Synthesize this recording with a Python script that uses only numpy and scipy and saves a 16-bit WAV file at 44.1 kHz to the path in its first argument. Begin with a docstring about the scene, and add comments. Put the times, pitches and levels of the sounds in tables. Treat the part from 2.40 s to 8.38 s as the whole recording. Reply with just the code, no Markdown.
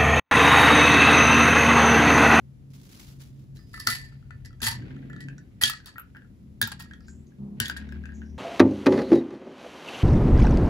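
"""Ice cubes drop one by one into a glass mug of milky coffee on a kitchen table, close to a phone.
They strike glass, spoon and each other, clatter, then bob and tap; wall, spoon and ice ring in modes.
Each drop booms in the table top, with a grainy wash swelling around it; closing air pockets plop.
A hand rustles beforehand, and thin hisses glide near the end.
Street rumble and two passing engines, harmonics of their firing rates, come in through the window."""
import sys
import numpy as np
from scipy import signal
from scipy.fft import rfft, irfft, next_fast_len
from scipy.io import wavfile
from scipy.ndimage import map_coordinates

SR = 44100
rng = np.random.default_rng(int(sys.argv[2]) if len(sys.argv) > 2 else 0)


def store_pcm(level_fs):
    """Save levels as 16-bit WAV."""
    pcm = np.round(np.clip(level_fs, -1, 1) * 32767).astype(np.int16)
    wavfile.write(sys.argv[1], SR, np.atleast_2d(pcm).T)


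N = 263718


def amp(db):
    return 10 ** (np.asarray(db) / 20)


def unit(x):
    return x / np.sqrt(np.mean(x ** 2) + 1e-20)


def along(points, hz):
    """Interpolate (Hz, value) points on a log axis."""
    f, v = np.transpose(points)
    return np.interp(np.log(hz + 1), np.log(f + 1), v)


def curves(rows):
    """Per-sample curves of the columns after time, and a gate open while the table lasts."""
    s, *cols = np.transpose(rows)
    t = np.arange(N) / SR
    gate = np.clip(np.minimum(t - s[0], s[-1] - t) / 0.0009, 0, 1)
    return [np.interp(t, s, c) for c in cols], gate


def wobble(rate_hz):
    """Smooth random curve."""
    knots = rng.standard_normal(int(N * rate_hz / SR) + 4)
    return map_coordinates(knots, [np.arange(N) * rate_hz / SR])


def swell(start, rise, t60, hold=0):
    """Gain in dB: rise, hold, steady fade."""
    t = np.arange(N) / SR - start
    return 20 * np.log10(np.clip(t / rise, 1e-6, 1)) - 60 * np.clip(t - rise - hold, 0, None) / t60


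def filtered(x, response):
    """Apply a complex frequency response."""
    m = next_fast_len(x.shape[-1] + 8192)
    return irfft(rfft(x, m) * response(np.fft.rfftfreq(m, 1 / SR)), m)[..., :x.shape[-1]]


def ring(hz, t60, t, attack=0.0018):
    """Damped sine with a soft start."""
    return amp(-60 * t / t60) * np.sin(2 * np.pi * hz * t) * (1 - np.exp(-t / attack))


def resonant(x, modes, width_hz, pitch=1):
    """Resonator bank, rms 1 out; the width alone sets the decay."""
    def bank(f):
        damping = 1j * f * width_hz
        return sum(amp(db) * damping / ((hz * pitch) ** 2 - f * f + damping) for hz, db, _ in modes)
    return unit(filtered(x, bank))


def add(out, start_s, x):
    tail = out[..., round(start_s * SR):]
    tail[..., :x.shape[-1]] += x[..., :tail.shape[-1]]


# Two microphone ports. Each row: frequency in Hz, coherence.
PORT_COHERENCE = [(60, 1), (250, .8), (600, 0.18), (3000, 0.15), (7000, 0.15), (8300, 0.93), (16000, 0.32)]
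def ports(a, b):
    """Mix two unrelated signals to a pair as alike as the ports hear it."""
    def weights(hz):
        angle = np.arccos(np.clip(along(PORT_COHERENCE, hz), 0, 1)) / 2
        return np.array([np.cos(angle), np.sin(angle)])
    mid, side = filtered(np.array([a, b]), weights)
    return np.array([mid + side, mid - side])


def noise(spectrum):
    """Coloured stereo noise, rms near 1."""
    a, b = filtered(rng.standard_normal((2, N)), lambda hz: amp(along(spectrum, hz)))
    return ports(unit(a), unit(b))


def grainy(spectrum, rate_hz, spread_db, t60):
    """Stereo noise roughened by random impacts of unequal size."""
    kicks = (rng.random(N) < rate_hz / SR) * amp(spread_db * rng.standard_normal(N))
    envelope = signal.lfilter([1], [1, -amp(-60 / (t60 * SR))], kicks) + 0.76
    return unit(envelope * noise(spectrum))


# Traffic spectra. Each row: frequency in Hz, density in dB.
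RUMBLE_SPECTRUM = [(13, -46), (22, -33.5), (32, -7), (59, -4), (92, -4.5), (115, -0.5), (150, -24.5),
                   (250, -120)]
DRONE_SPECTRUM = [(110, -33.5), (126, 1.5), (137, 24), (146, -11.5), (165, -69)]
ROAR_SPECTRUM = [(88, -32.5), (150, -8.5), (177, -3.5), (242, -7), (286, -10), (306, -13), (395, -19.5),
                 (752, -35), (900, -47), (1170, -78), (1980, -120)]
# Their envelopes. Each row: time in seconds, level in dB.
RUMBLE_LEVELS = [(0.0, -54), (0.5, -53.5), (2.28, -43), (2.55, -51), (4.03, -56), (4.65, -52),
                 (5.08, -57.5), (5.58, -52.5), (5.98, -52)]
DRONE_LEVELS = [(0.0, -50), (0.06, -44.5), (0.56, -57.5), (0.7, -48.5), (1.13, -46), (1.3, -61.5),
                (1.51, -49), (2.05, -44), (2.1, -54), (2.86, -43.5), (3.21, -57), (3.28, -39.5),
                (3.41, -62.5), (4.23, -51), (4.91, -60), (5.03, -40.5), (5.43, -48), (5.98, -64.5)]
ROAR_LEVELS = [(0.0, -57), (0.4, -53.5), (1.45, -54), (2.25, -57), (2.41, -42.5), (2.73, -45), (2.9, -48),
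               (3.03, -52), (3.35, -56.5), (5.03, -52.5), (5.21, -47), (5.98, -50.5)]
def street():
    """Traffic through the window: three wavering bands of low noise."""
    out = np.zeros((2, N))
    for levels, spectrum in ((RUMBLE_LEVELS, RUMBLE_SPECTRUM), (DRONE_LEVELS, DRONE_SPECTRUM),
                             (ROAR_LEVELS, ROAR_SPECTRUM)):
        (db,), _ = curves(levels)
        out += amp(db + 0.38 * wobble(5.3)) * noise(spectrum)
    return out


def microphone_hiss():
    """Steady self-noise."""
    return amp(-72) * noise([(500, 9), (6000, -3), (10000, -5), (15500, -9), (15800, -52)])


# Hand strokes. Each row: start in seconds, level in dB, rise and t60 in seconds.
STROKES = [(.302, -62, .003, 0.18), (.334, -59.5, 0.0021, 0.91), (.4, -52, 0.23, 0.23),
           (.594, -62, .003, .1), (.66, -56, 0.016, 0.43), (.785, -51.5, 0.026, 0.3),
           (.93, -69, 0.074, 0.46), (1.14, -60.5, 0.027, 0.37), (1.26, -65.5, 0.038, .3)]
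# Each row: frequency in Hz, density in dB.
RUSTLE_SPECTRUM = [(300, -10.5), (1000, -5.5), (5000, -3), (9000, -8), (10000, -8.5), (15600, -10.5),
                   (16000, -57)]
def hand_rustle():
    """A hand rummages nearby: crinkly noise in strokes."""
    gain = sum(amp(db + swell(s, rise, t60)) for s, db, rise, t60 in STROKES)
    return gain * grainy(RUSTLE_SPECTRUM, rate_hz=900, spread_db=2.5, t60=.03)


# A higher drink loads the wall, lowering and damping its modes. Each row: time in seconds, pitch factor.
WALL_LOADING = [(1.4, .996), (2.25, .99), (3.3, .965), (4.4, .945), (5.5, .92)]
# Wall bending modes; spoon and rim modes. Each row: base frequency in Hz, level in dB, base t60 in seconds.
WALL_MODES = [(1785, 0, .32), (1972, -4, .3)]
SPOON_MODES = [(4130, -9, .28), (4497, 0, .3), (4592, 0, .28), (4662, -5, .28), (5520, -9, .22),
               (8940, -13, .18), (11450, -20, .1)]
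# Each row: start in seconds, level in dB, left over right in dB, knock in Hz, knock trim in dB,
# wall trim in dB, ping in Hz, crack trim in dB, treble trim in dB.
CONTACTS = [(1.17, -43, -0.5, 1660, -19.5, -18.5, 4020, -5.5, -23),
            (1.19, -49, -1.5, 1250, -16, -5, 4920, -10.5, -23),
            (1.34, -30, 0.5, 1345, -14.5, -3, 4800, -23, -13),
            (1.377, -42.5, 12.5, 1270, -7, -15, 5310, -8.5, -11),
            (1.401, -22, 1.5, 1140, -30, -15.5, 5160, -10, -14),
            (1.472, -4.5, 4, 1404, -17, -15.5, 4400, -8, -14),
            (1.487, -18.5, 11, 1326, -13, -15.5, 4520, -16.5, -17),
            (1.644, -44.5, -11.5, 1610, -38, -6, 4540, -14.5, -32),
            (1.724, -55.5, 8.5, 1390, -7, -15, 2350, -13, -24),
            (1.826, -52.5, 7, 1384, -10, -13, 2530, -30, -32),
            (1.852, -63.5, 0, 1450, -9.5, -18.5, 2620, -23.5, -29),
            (1.907, -36.5, 9, 1430, -9.5, -7.5, 2460, -13, -30.5),
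            (2.051, -44, 0.5, 1650, -19, -20, 5760, -6, -20),
            (2.058, -40, -5.5, 1480, -25, -10.5, 5170, -3.5, -20),
            (2.106, -56, 6, 1370, -3.5, -9.5, 4670, -8, -37),
            (2.129, -46.5, 2, 1340, -15, -10.5, 3270, -11, -33),
            (2.204, -35.5, -6.5, 1610, -14.5, -16.5, 6540, -10.5, -32),
            (2.219, -21, 4, 1270, -24, -16, 7260, -15.5, -14),
            (2.231, -16, 8.5, 1520, -24, -14.5, 3370, -5, -9),
            (2.246, -18, 4, 1400, -24, -23, 6800, -7.5, -21),
            (2.278, -20, 2, 1390, -23, -15, 4670, -28, -15),
            (2.316, -33, 2, 1560, -16, -14.5, 4530, 3.5, -18),
            (2.423, -41, 4, 1600, -13, -17, 4410, -21, -36),
            (2.463, -49, 0, 1480, -9.5, -7, 4470, -13.5, -42),
            (2.507, -42.5, 0.5, 1605, -9, -10, 2670, -27.5, -29),
            (2.565, -42, -4, 1390, -15.5, -9.5, 3030, -15.5, -33),
            (2.628, -48.5, 1.5, 1620, -8.5, -6.5, 2490, -27.5, -29),
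            (2.699, -35, 1, 1440, -15, -6, 7160, -21.5, -22),
            (2.731, -34.5, -1.5, 1400, -16, -7.5, 3200, -16.5, -30),
            (2.763, -33, 4, 1360, -18, -12, 3700, -16, -31),
            (2.805, -37.5, -6.5, 1500, -21, -11.5, 3080, -11, -23),
            (2.885, -32, -1, 1635, -10.5, -15.5, 2570, -11, -44),
            (2.981, -41, -0.5, 1500, -11.5, -10, 5820, -7, -38),
            (3.214, -28, -0.5, 1368, -12.5, -10, 4360, -11, -15),
            (3.225, -24, -8.5, 1640, -16.5, -17, 4520, -5, -12),
            (3.236, 2, 0.5, 1465, -31.5, -29.5, 3326, -5.5, -14),
            (3.249, -28, 3.5, 1430, -26, -20, 3000, -8.5, -24),
            (3.275, -27, -3.5, 1570, -19.5, -21, 3340, -11.5, -24),
            (3.298, -22, 1.5, 1267, -11.5, -6, 5130, -16.5, 4),
            (3.335, -22.5, 6, 1300, -20.5, -13, 4260, -13, -19),
            (3.402, -38.5, 4, 1640, -13, -21, 4430, -15, -45),
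            (3.445, -46, -0.5, 1520, -14, -14, 4390, -10.5, -20),
            (3.459, -34.5, 0, 1330, -25, -29, 3750, -7.5, -1),
            (3.482, -36, 3, 1307, -17, -10.5, 4320, -17, -22),
            (3.558, -34, 3.5, 1347, -13.5, -7.5, 2520, -34.5, -36),
            (3.582, -25, 1, 1436, -10.5, -21, 2480, -48.5, -9),
            (3.596, -34, 2.0, 1314, -10.5, -29, 2580, -37, -4),
            (3.749, -43, 1.5, 1586, -5, -7.5, 2750, -23.5, -40),
            (3.76, -46, 2, 1475, -3, -8.5, 2960, -25.5, -24.5),
            (3.768, -39, -1, 1637, -7, -12.5, 5040, -22.5, -16),
            (3.82, -49, 3, 1600, -5.5, -2, 3210, -19, -30),
            (3.847, -53.5, -1, 1400, -8, -23.5, 2926, -20, -32),
            (4.215, -8.5, 3, 1648, -14, -13.5, 3350, -8.5, -1),
            (4.226, -10.5, -1.5, 1626, -18, -23, 3680, -8.5, -13),
            (4.274, -20, 1, 1380, -21, -26, 4800, -19, -4),
            (4.321, -32, 4.5, 1645, -7.5, -18, 4670, -12, -18),
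            (4.399, -30, 4.5, 1360, -20, -34, 7060, -15, -8),
            (4.423, -33.5, -6, 1570, -23, -25, 5010, -12, -5),
            (4.457, -44, 1, 1320, -14.5, -7, 4260, -14, -28),
            (4.511, -36, -3.5, 1630, -11, -3.5, 3050, -17, -40),
            (4.535, -34, 0.5, 1466, -16.5, -9.5, 3280, -8.5, -42),
            (4.606, -47, -2, 1374, -14, -8, 5010, -10, -23),
            (4.683, -39.5, 2, 1560, -10.5, -15.5, 6990, -11, -13),
            (4.869, -61.5, -3.5, 1124, -22, -34, 6440, 0, -19.5),
            (4.92, -58, 3.5, 1640, -7.5, -12, 3080, -21, -20.5),
            (5.201, -10.5, 6.5, 1556, -18.5, -26, 3010, -7, -3),
            (5.211, -25, -4, 1590, -11.5, -13.5, 4500, -11, -17),
            (5.257, -21.5, 1, 1675, -32, -21.5, 3390, -2, -18),
            (5.282, -21, -0.5, 1530, -23, -20.5, 3530, -9.5, -5.5),
            (5.298, -17.5, 6.5, 1564, -11, -18, 4790, -12, -17),
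            (5.365, -35, 1.5, 1627, -3, -10.5, 3920, -8.5, -13),
            (5.398, -39, 3.5, 1630, -10, -18, 3390, -20, -30),
            (5.424, -39.5, 3, 1570, -12, -13, 2680, -17, -34),
            (5.49, -41.5, 0, 1560, -10, -9, 3730, -7, -25),
            (5.523, -37, 6.5, 1623, -8, -19, 5240, -14.5, -16),
            (5.559, -46.5, 2, 1540, -6, -12, 2580, -29.5, -37.5),
            (5.638, -37.5, 1.5, 1600, -13.5, -8.5, 2529, -21.5, -31),
            (5.656, -35.5, 9.5, 1585, -12, -10.5, 2590, -12, -23),
            (5.691, -32, 1.5, 1596, -20, -8, 2680, -34, -51),
            (5.721, -44.5, 0, 1570, -8.5, -3, 4870, -18, -33),
            (5.818, -40, -0.5, 1576, -7.5, -10, 5440, -28, -37)]
WET_T60_SHARE = 0.41
SPOON_DB, SPOON_SINK_DB_PER_S = -16, 5.5  # duller as cubes crowd it
def ice_contacts():
    """Each contact knocks, clicks, pings the cube, cracks, and rings wall and spoon."""
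    out, t = np.zeros((2, N)), np.arange(SR // 2) / SR
    short = t[:4096]
    burst = (1 - np.exp(-short / 0.0008)) * amp(-60 * short / 0.008)
    crack_band = signal.butter(3, [3000, 8000], "band", fs=SR, output="sos")
    treble_band = signal.butter(3, [9000, 15900], "band", fs=SR, output="sos")
    for s, db, pan_db, knock_hz, knock_db, wall_db, ping_hz, crack_db, treble_db in CONTACTS:
        scatter = rng.standard_normal(16)
        crack_noise, treble_noise = burst * rng.standard_normal((2, len(short)))
        load = np.interp(s, *np.transpose(WALL_LOADING))
        wall = sum(amp(level + 2 * z) * ring(hz * load, t60 * WET_T60_SHARE * load ** 6, t, 0.00076)
                   for (hz, level, t60), z in zip(WALL_MODES, scatter))
        spoon = sum(amp(level + 4 * z) * ring(hz, t60 * load ** 8, t)
                    for (hz, level, t60), z in zip(SPOON_MODES, scatter[len(WALL_MODES):]))
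        knock = amp(knock_db + 11) * ring(knock_hz, 0.024, short, 0.00099)
        thud = amp(knock_db) * ring(1026, 0.0091, short, 0.00088)
        click = amp(knock_db + 7.5) * ring(2550 * amp(scatter[-1]), .005, short, .0002)
        ping = amp(crack_db + 6) * ring(ping_hz, 0.011, short, 0.0005)
        crack = amp(crack_db + 10) * signal.sosfilt(crack_band, crack_noise)
        treble = amp(treble_db + 8) * signal.sosfilt(treble_band, treble_noise)
        spoon_db = crack_db + SPOON_DB - SPOON_SINK_DB_PER_S * s
        contact = amp(wall_db - 2.5) * wall + amp(spoon_db) * spoon
        contact[:len(short)] += knock + thud + click + ping + crack + treble
        add(out, s, amp(db) * amp([[pan_db / 2], [-pan_db / 2]]) * contact)
    return out


# Each row: start in seconds, level in dB.
HANDLE_NUDGES = [(1.19, -62.5), (1.29, -72), (1.4, -52), (1.472, -45.5), (1.66, -67)]
def spoon_handle():
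    """The free handle sings one thin tone when nudged."""
    out, t = np.zeros(N), np.arange(SR) / SR
    for s, db in HANDLE_NUDGES:
        add(out, s, amp(db) * ring(hz=4940, t60=.45, t=t))
    return out


# Each row: start in seconds, level in dB.
WASH_SWELLS = [(1.3, -64), (2.25, -57.5), (3.25, -73), (4.25, -70.5), (5.15, -55.5)]
# Each row: frequency in Hz, density in dB.
WASH_SPECTRUM = [(500, -18.5), (700, -3), (1200, -6.5), (2000, 0.5), (4000, -12), (7500, -31),
                 (9000, -72.5)]
def wash():
    """A broad, grainy midrange wash swells and fades slowly around each drop."""
    gain = amp(-85) + sum(amp(db + swell(s, rise=.18, t60=1.9)) for s, db in WASH_SWELLS)
    return gain * grainy(WASH_SPECTRUM, rate_hz=210, spread_db=2.5, t60=0.035)


# Each row: frequency in Hz, density in dB.
GRAIN_SPECTRUM = [(600, -31), (900, -18), (1400, -22), (1750, -8), (2500, 3.5), (3300, -13), (4500, -5.5),
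                  (6000, -14.5), (8900, -9), (11500, -8), (13500, -17.5), (15600, -19), (16000, -53)]
# Packed cubes. Each row: frequency in Hz, level in dB, t60 in seconds (unused).
ICE_MODES = [(3180, -3, .1), (3280, 0, .1), (3390, 0, .1), (3610, -5, .1), (3770, -4, .1), (3880, -7, .1),
             (5070, -7, .1), (6900, -9, .1)]
# Each row: start in seconds, level in dB, hold and t60 in seconds, then treble, hollow, wall and
# spoon chime trims in dB.
JOSTLES = [(1.33, -59, 0.27, 0.47, -3, -6.5, 6.5, -2.5), (1.395, -46, 0.0028, 0.046, 5, -23.5, -12, -1),
           (1.466, -35, 0.058, 0.2, -1.5, -15, 1.5, -2.5), (2.047, -57, 0.014, 0.09, -4.5, -7, 5.5, -13.5),
           (2.216, -33.5, 0.038, 0.11, -2, -10, -1.5, -13),
           (2.265, -34.5, 0.022, 0.2, 1.5, -4.5, 0.5, -5.5), (2.802, -51, 0.0023, 0.14, -10, -8, 6, -15),
           (3.211, -34, 0.019, 0.07, 1.5, -7.5, 3, -7.5), (3.237, -33, 0.046, 0.2, -8, -18, -1.5, -13),
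           (3.456, -55, 0.0044, 0.27, -7, -2, -7, -2), (4.215, -35, 0.0034, 0.26, -18, -11, -7, -20.5),
           (4.315, -45, 0.0014, 0.041, -1.5, 4, -5, -4), (4.392, -52.5, 0.014, 0.21, -6, -3.5, -1, -7),
           (5.204, -35.5, 0.0029, 0.17, -11.5, -9, 3, -30), (5.248, -51.5, 0.05, 0.12, -6, -14, 3.5, -11),
           (5.365, -48.5, 0.0026, 0.099, -6, -28, 0, -22)]
TREBLE_EXTRA_FADE, CHIME_FADE_RELIEF = .7, 0.17  # shares of the fade
ICE_DB, ICE_GROWTH_DB_PER_S = -19, 4  # more cubes, more ring
def clatter():
    """Cubes jostle and splash after a blow: dense grains keep spoon, ice and wall ringing."""
    out, t = np.zeros((2, N)), np.arange(N) / SR
    grains = grainy(GRAIN_SPECTRUM, rate_hz=400, spread_db=3.5, t60=0.018)
    bright = filtered(grains, lambda hz: 1 / (1 + (8500 / (hz + 1)) ** 12))
    hollow = unit(filtered(grains, lambda hz: 1 / (1 + (hz / 1700) ** 12)))
    middle = unit(filtered(grains - bright, lambda hz: 1 / (1 + (2900 / (hz + 1)) ** 12)))
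    chime = resonant(grains, SPOON_MODES, width_hz=12)
    ice = resonant(grains, ICE_MODES, width_hz=45)
    for s, db, hold, t60, treble_db, hollow_db, wall_db, chime_db in JOSTLES:
        load = np.interp(s, *np.transpose(WALL_LOADING))
        wall = resonant(grains[0], WALL_MODES, width_hz=14, pitch=load)
        fade_db = swell(s, rise=.004, t60=t60, hold=hold)
        relief_db = -CHIME_FADE_RELIEF * fade_db.clip(-40, 0) * (t > s + hold)
        ice_db = ICE_DB + ICE_GROWTH_DB_PER_S * min(s, 3.3)
        treble = amp(treble_db + TREBLE_EXTRA_FADE * fade_db) * unit(bright)
        ringing = amp(chime_db + relief_db) * chime + amp(ice_db) * ice + amp(wall_db) * wall
        out += amp(db + fade_db) * (amp(hollow_db) * hollow + middle + treble + ringing)
    return out


# Each row: start in seconds, level in dB.
TABLE_JOLTS = [(1.476, -31), (2.221, -28), (3.232, -31.5), (4.224, -27.5), (5.203, -25.5)]
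# Each row: frequency in Hz, level in dB, t60 in seconds.
TABLE_MODES = [(106, 0, 0.18), (226.1, -4, 0.18), (394, -9.5, 0.07)]
def table_thumps():
    """The mug jolts the table top, which booms under each falling cube."""
    out, t = np.zeros(N), np.arange(SR // 2) / SR
    boom = sum(amp(db) * ring(hz, t60, t, attack=0.0037) for hz, db, t60 in TABLE_MODES)
    for s, db in TABLE_JOLTS:
        add(out, s, amp(db) * boom)
    return out


# Truck, two motorbike runs, throttle blip.
# Each row: time in seconds, firing rate in Hz, low and high group levels in dB.
TRUCK_RUN = [(2.15, 22.8, -60, -68), (2.3, 24.22, -43.5, -54.5), (2.462, 25.07, -44.5, -69),
             (2.53, 25.93, -58.5, -46.5), (2.67, 26.54, -57, -58.5), (2.85, 27.65, -45.5, -55.5),
             (3.05, 28.85, -57, -74)]
BIKE_RUNS = [
    [(4.0, 34.9, -55, -60.5), (4.24, 36.2, -58.5, -55), (4.57, 36.8, -55, -57.5), (4.8, 37.47, -47.5, -53),
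     (4.95, 37.6, -68.5, -55.5)],
    [(5.2, 34.8, -53.5, -58), (5.32, 35.53, -45, -60), (5.42, 35.93, -42, -51), (5.58, 36.44, -36.5, -44),
     (5.67, 36.16, -40, -51), (5.8, 36.85, -39.5, -44.5), (5.86, 36.6, -42.5, -48.5),
     (5.98, 37.65, -38.5, -45)],
]
BLIP_RUN = [(4.985, 33.56, -49, -43.5), (5.02, 33.64, -37.5, -36.5), (5.15, 33.95, -48.5, -39),
            (5.24, 35, -46, -54)]
# Low group, then high group. Each row: order, level in dB.
TRUCK_HARMONICS = [(4, -7.5), (5, 2.5), (6, -6.5)], [(7, -19.5), (8, -17.5), (9, -11), (10, 1.5)]
BIKE_HARMONICS = [(2, 0)], [(4, -12), (5, -3), (6, 0), (7, -9), (10, -15)]
BLIP_HARMONICS = [(2, -12), (4, 0)], [(5, -18), (6, 0), (7, -11), (10, -22), (12, -22)]
# Each row: frequency in Hz, density in dB.
EXHAUST_SPECTRUM = [(300, -29), (450, 0.5), (900, -2.5), (1300, -12.5), (2000, -49.5)]
EXHAUST_DB, UNSTEADY_DB = -25.5, 1.5
def engines():
    """Unsteady orders of the firing rate; exhaust rasp follows the high group."""
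    out = np.zeros((2, N))
    runs = [(TRUCK_RUN, TRUCK_HARMONICS), (BLIP_RUN, BLIP_HARMONICS)]
    runs += [(run, BIKE_HARMONICS) for run in BIKE_RUNS]
    for run, groups in runs:
        (firing_hz, low_db, high_db), gate = curves(run)
        phase = 2 * np.pi * np.cumsum(firing_hz) / SR
        tones = np.zeros(N)
        for group_db, group in zip((low_db, high_db), groups):
            for order, db in group:
                gain = np.sqrt(2) * amp(group_db + db + UNSTEADY_DB * wobble(8))
                tones += gain * np.sin(order * phase + 0.33 * wobble(17))
        rasp = amp(high_db + EXHAUST_DB) * noise(EXHAUST_SPECTRUM)
        out += gate * (tones + rasp)
    return out


# Each row: start in seconds, level in dB, initial pitch in Hz.
AIR_POCKETS = [(2.279, -25.5, 879), (2.32, -33.5, 916), (2.35, -46, 925), (3.297, -23.5, 1280),
               (4.275, -38, 900), (4.397, -44.5, 880)]
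PLOP_RISE_PER_S = 3.2
def plops():
    """Air pockets close and ring with rising pitch."""
    out, t = np.zeros(N), np.arange(SR // 4) / SR
    for s, db, hz in AIR_POCKETS:
        add(out, s, amp(db) * ring(hz * (1 + PLOP_RISE_PER_S * t / 2), t60=0.043, t=t))
    return out


# Each row: start in seconds, level in dB.
SPOON_NICKS = [(3.582, -45), (3.598, -44)]
def spoon_tinks():
    """A cube nicks the spoon: a high, flickering ring."""
    out, t = np.zeros(N), np.arange(SR // 4) / SR
    for s, db in SPOON_NICKS:
        flicker_db = 12 * wobble(600)[:len(t)]
        add(out, s, amp(db + flicker_db) * ring(hz=12000, t60=.045, t=t, attack=.0003))
    return out


# Each row: start in seconds, level in dB, rise and t60 in seconds, initial centre in Hz, glide in Hz/s.
HISS_GLIDES = [(4.59, -67, 0.1, 0.23, 4700, 2998.5), (4.66, -58.5, 0.044, 0.4, 6960, 4000.5),
               (4.862, -74, 0.02, .17, 6700, -8000), (5.73, -60, 0.027, 0.29, 6690, -3000),
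               (5.83, -69.5, 0.031, 0.8, 5532, 2000.5)]
def thin_hisses():
    """Narrow noise around a gliding centre."""
    out, t = np.zeros(N), np.arange(N) / SR
    for s, db, rise, t60, hz, hz_per_s in HISS_GLIDES:
        band = filtered(rng.standard_normal(N), lambda f: 1 / (1 + (f / 550) ** 2))
        carrier = np.sin(2 * np.pi * (hz + hz_per_s * (t - s) / 2) * (t - s))
        out += amp(db + swell(s, rise, t60) + 1.7 * wobble(60)) * unit(band * carrier)
    return out


# Each row: frequency in Hz, t60 in seconds.
KITCHEN_DECAY = [(300, 0.12), (2000, 0.23), (8000, 0.11), (15000, 0.065)]
def kitchen(x):
    """Room reverb; a fresh tail every quarter second stands for the moving source."""
    out, step, predelay_samples = np.zeros((2, N)), SR // 4, 120
    for start in range(0, N, step):
        hz, t, bins = signal.stft(rng.standard_normal((2, SR // 2)), SR, nperseg=256)
        decay = amp(-60 * t / along(KITCHEN_DECAY, hz)[:, None])
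        tail = ports(*signal.istft(bins * decay, SR, nperseg=256)[1])
        wet = signal.fftconvolve(x[None, start:start + step], tail / np.linalg.norm(tail[0]), axes=1)
        add(out, (start + predelay_samples) / SR, wet)
    return out


# Each row: frequency in Hz, left-right phase difference in radians.
AROUND_PHASE = [(0, 0), (2000, 3.1), (4000, 6.3), (6400, 6.6), (8700, 9.42), (11000, 12.57), (13350, 15.7),
                (15800, 18.85), (17500, 19)]
MUG_PHASE = [(0, 0), (1550, -.9), (2700, -3.14), (3800, -4.6), (4900, -6.28), (6600, -6), (8700, -3.14),
             (11000, 0), (13350, 3.14), (15800, 6.28), (17500, 6.4)]
def widen(pair, phase):
    """A left-right phase difference by frequency gives stereo width."""
    halves = np.array([[-.5j], [.5j]])
    return filtered(pair, lambda hz: np.exp(halves * np.interp(hz, *np.transpose(phase))))


def scene():
    """The mug in its room, the table and the surroundings."""
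    mug = ice_contacts() + clatter() + spoon_handle() + plops() + spoon_tinks()
    near = mug + amp(-7) * kitchen(mug.mean(0)) + thin_hisses()
    around = hand_rustle() + street() + wash() + microphone_hiss() + engines()
    return widen(near, MUG_PHASE) + table_thumps() + widen(around, AROUND_PHASE)


# Each row: frequency in Hz, left over right in dB.
PORT_BALANCE = [(50, 9), (130, -0.5), (500, 2.5), (1200, 3.5), (2000, 0), (4500, -1.5), (8000, -0.5)]
LOW_CUT_HZ, TOP_HZ, CEILING = 38, 17000, .92
def record(dry):
    """Port colour, bass roll-off, soft clipping, band limit."""
    def colour(hz):
        balance = amp(along(PORT_BALANCE, hz) * np.array([[.5], [-.5]]))
        return balance / (1 + (LOW_CUT_HZ / (hz + 1)) ** 12)
    coloured = filtered(dry, colour)
    rounded = coloured / (1 + np.abs(coloured / CEILING) ** 6) ** (1 / 6)
    return filtered(rounded, lambda hz: np.clip((TOP_HZ - hz) / 1100, 0, 1) ** 2)


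dry = scene()
out = record(dry)
store_pcm(out)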